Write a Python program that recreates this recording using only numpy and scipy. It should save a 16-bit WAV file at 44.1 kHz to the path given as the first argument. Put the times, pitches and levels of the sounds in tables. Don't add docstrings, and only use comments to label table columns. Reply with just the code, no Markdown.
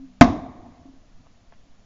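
import sys
import numpy as np
from scipy import signal
from scipy.fft import rfft, irfft, next_fast_len
from scipy.io import wavfile

SR = 44100
rng = np.random.default_rng(int(sys.argv[2]) if len(sys.argv) > 2 else 0)


def to_wav(sig):
    pcm = np.clip(np.atleast_2d(sig), -1, 1) * 32767
    pcm = np.round(pcm).astype(np.int16)
    wavfile.write(sys.argv[1], SR, pcm.T)


N = 81585
TIME = np.arange(N) / SR
SHOT_S = .2113

# (frequency [Hz], relative density [dB])
AIR_SPECTRUM = [(10, 8.5), (30, 2.5), (70, -4.5), (150, -8.5), (270, -9), (350, -20), (540, -19.5),
                (670, -14.5), (850, -22.5), (1080, -22), (1500, -25.5), (3000, -28.5), (7500, -31)]
# (time [s], level [dB])
WIND_LEVELS = [(0, -59), (.5, -53.5), (.75, -58), (1.05, -51), (1.35, -54.5), (1.44, -59), (1.53, -48.5),
               (1.85, -55.5)]
# (time [s], frequency [Hz], level [dB])
UPPER_HUM = [(0, 263, -39), (.045, 272.2, -36.5), (.07, 260.2, -46.5), (.11, 253.6, -50.5), (.14, 244, -56),
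             (.21, 260, -59.5)]
# (time [s], frequency [Hz], level [dB])
LOWER_HUM = [(0, 166.3, -73), (.06, 178.7, -55), (.12, 190.9, -54.5), (.21, 198, -56)]
# (time [s], burst gain [dB], low-pass cutoff [Hz], mount ring gain [dB])
HANDLING_TICKS = [(1.262, -53, 900, -63), (1.268, -51, 1400, -62), (1.5233, -42.5, 1300, -56),
                  (1.536, -53, 2588, -60)]
# (time [s], gain [dB])
SLAP_ARRIVALS = [(.660, -47), (.854, -36), (.887, -40.5), (.936, -43)]
# (frequency [Hz], relative level [dB], T60 [s])
THUD_MODES = [(270, 0, .13), (302.41, -9, .08), (681.76, -14, .08), (1091, -23, 0.0491)]
# (time [s], level [dB], 1/e half-width [s], band centre [Hz])
TREE_RETURNS = [(.285, -30, 0.03356, 95), (0.314, -24.5, 0.017, 240), (.45, -44, .045, 700),
                (.665, -51, .018, 720), (.74, -68, 0.09087, 2080), (0.821, -50, 0.03755, 100),
                (1.2, -57.5, 0.07257, 125.9)]
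# (frequency [Hz], relative density [dB])
ECHO_SPECTRUM = [(25, -7.5), (100, -4.5), (180, -7.5), (245, 2.5), (300, 3), (375, -12.5), (560, -14.5),
                 (690, -3), (810, -11.5), (980, -14.5), (1090, -9.5), (1400, -25.5), (1600, -22),
                 (2100, -24.5), (2900, -34), (3800, -29.5), (4400, -39), (5500, -37), (7500, -46)]
# (frequency [Hz], T60 [s])
FAR_DECAY = [(50, 1.5), (270, 1.25), (700, 1.3), (1200, 1.15), (1700, .95), (2200, 1.1), (3000, .8),
             (3900, .9), (7000, 0.57)]
# (frequency [Hz], T60 [s])
NEAR_DECAY = [(50, 0.47), (270, 0.41363), (700, 0.45), (1500, .35), (3000, 0.35), (7000, .42)]
# (frequency [Hz], relative level [dB], T60 [s])
MOUNT_MODES = [(161, 13.5, 0.019), (247.24, -3, 0.099), (268.61, -11, 0.14), (626.87, -20, 0.12),
               (700.08, 5, 0.042317), (848.58, -6, 0.031), (1064.8, 0, 0.047), (1239.5, -13.5, 0.04),
               (1543.2, -14.5, .052), (1643.8, -11, .047), (2069.1, -13, 0.074), (2688.8, -13.5, .044)]
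# (frequency [Hz], relative density [dB])
CRACKLE_SPECTRUM = [(30, -12), (200, -12), (430, -22), (700, -1), (1100, 0), (1800, -1.5), (3000, -12),
                    (4000, -11), (6000, -12), (8000, -22)]
# (time [s], pulse gain [dB], push length [ms], crackle level [dB])
WAVE_FRONTS = [(0.2112, 17, .38, -6), (0.2145, -2, 0.55, -8.5), (0.2371, -8, 0.18, -30.5),
               (.2444, -4.5, 0.18, -31)]


def amp(db):
    return 10 ** (np.asarray(db) / 20)


def unit(x):
    return x / np.sqrt(np.mean(x ** 2) + 1e-20)


def read(points, hz):
    knots_hz, values = np.transpose(points)
    return np.interp(np.log(hz + 1), np.log(knots_hz + 1), values)


def add(mix, start_s, sound):
    part = mix[round(start_s * SR):][:len(sound)]
    part += sound[:len(part)]


def noise(spectrum, size=N):
    padded = next_fast_len(size, True)
    white = rfft(rng.standard_normal(padded))
    gain = amp(read(spectrum, np.fft.rfftfreq(padded, 1 / SR)))
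    return unit(irfft(white * gain, padded)[:size])


def cut(x, hz, kind="low", order=2):
    return signal.sosfilt(signal.butter(order, hz, kind, fs=SR, output="sos"), x)


def band_limit(x, hz):
    return signal.oaconvolve(x, signal.firwin(255, hz, window=("kaiser", 8), fs=SR), "same")


def fade(t60, size):
    return np.exp(-np.log(1000) * TIME[:size] / t60)


def ringing(modes, size=SR // 4):
    return sum(amp(db) * fade(t60, size) * np.sin(2 * np.pi * hz * TIME[:size]) for hz, db, t60 in modes)


def air():
    return amp(-53.5) * noise(AIR_SPECTRUM)


def wind():
    buffets = unit(cut(rng.standard_normal(N), hz=13))
    level_db = np.interp(TIME, *np.transpose(WIND_LEVELS))
    return amp(level_db) * buffets


def hum(curve):
    times, hz, db = np.transpose(curve)
    phase = 2 * np.pi * np.cumsum(np.interp(TIME, times, hz)) / SR
    return amp(np.interp(TIME, times, db)) * np.sin(phase) * (TIME < SHOT_S)


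def handling_ticks(size=SR // 16):
    contacts, ring = np.zeros(N), ringing(MOUNT_MODES)
    for start_s, burst_db, cutoff_hz, ring_db in HANDLING_TICKS:
        burst = unit(cut(rng.standard_normal(size), cutoff_hz, order=3))
        add(contacts, start_s, amp(burst_db) * burst * fade(t60=.02085, size=size))
        add(contacts, start_s, amp(ring_db) * ring)
    return cut(contacts + 1e-12, hz=554.02, kind="high")


def far_slaps(rise_s=.003):
    slaps, thud = np.zeros(N), ringing(THUD_MODES)
    onset = 1 - np.exp(-TIME[:len(thud)] / rise_s)
    for start_s, db in SLAP_ARRIVALS:
        add(slaps, start_s, amp(db) * thud * onset)
    return slaps


def tree_swells(edge_ratio=1.25):
    swells, scatter = np.zeros(N), noise(ECHO_SPECTRUM)
    for peak_s, db, width_s, centre_hz in TREE_RETURNS:
        span = abs(TIME - peak_s) < 3 * width_s
        band = cut(scatter[span], centre_hz * edge_ratio, order=4)
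        band = cut(band, centre_hz / edge_ratio, "high", order=4)
        envelope = np.exp(-((TIME[span] - peak_s) / width_s) ** 2)
        swells[span] += amp(db) * unit(band) * envelope
    return swells


def rolling_echo(decay, gain_db, rise_s):
    hz, times, bands = signal.stft(noise(ECHO_SPECTRUM), SR, nperseg=512)
    damping = np.exp(-np.log(1000) * times / read(decay, hz)[:, None])
    tail = signal.istft(bands * damping, SR)[1][:N]
    onset = 1 - np.exp(-TIME / rise_s)
    echo = np.zeros(N)
    add(echo, SHOT_S, amp(gain_db) * tail * onset)
    return echo


def through_mount(pressure, ring_db=-25.5):
    ring = signal.oaconvolve(pressure, ringing(MOUNT_MODES))[:len(pressure)]
    return pressure + amp(ring_db) * ring


def blast_wave(push_ms):
    age = TIME[:SR // 50] * 1000 / push_ms
    jump = np.where(age > 0, 1, .5)
    return (1 - age) * np.exp(-age) * jump


def muzzle_blast(size=SR // 8):
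    fronts, crackle = np.zeros(SR // 2), np.zeros(N)
    for start_s, pulse_db, push_ms, crackle_db in WAVE_FRONTS:
        add(fronts, start_s, amp(pulse_db) * blast_wave(push_ms))
        burst = noise(CRACKLE_SPECTRUM, size) * fade(t60=.04802, size=size)
        add(crackle, start_s, amp(crackle_db) * burst)
    rounded = cut(fronts + 1e-12, hz=4200, order=1)
    return crackle + np.pad(through_mount(rounded), (0, N - len(rounded)))


def scene():
    near = rolling_echo(NEAR_DECAY, gain_db=-12, rise_s=.014)
    far = rolling_echo(FAR_DECAY, gain_db=-27, rise_s=.057)
    shot = near + far + tree_swells() + far_slaps() + muzzle_blast()
    return (shot + handling_ticks() + hum(UPPER_HUM) + hum(LOWER_HUM) + air() + wind())[None]


def record(dry, overload=.98382):
    clipped = np.clip(dry[0], -overload, overload)
    narrow = band_limit(clipped, hz=7250)
    return band_limit(np.clip(narrow, -1, 1), hz=15400)[None]


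dry = scene()
out = record(dry)
to_wav(out)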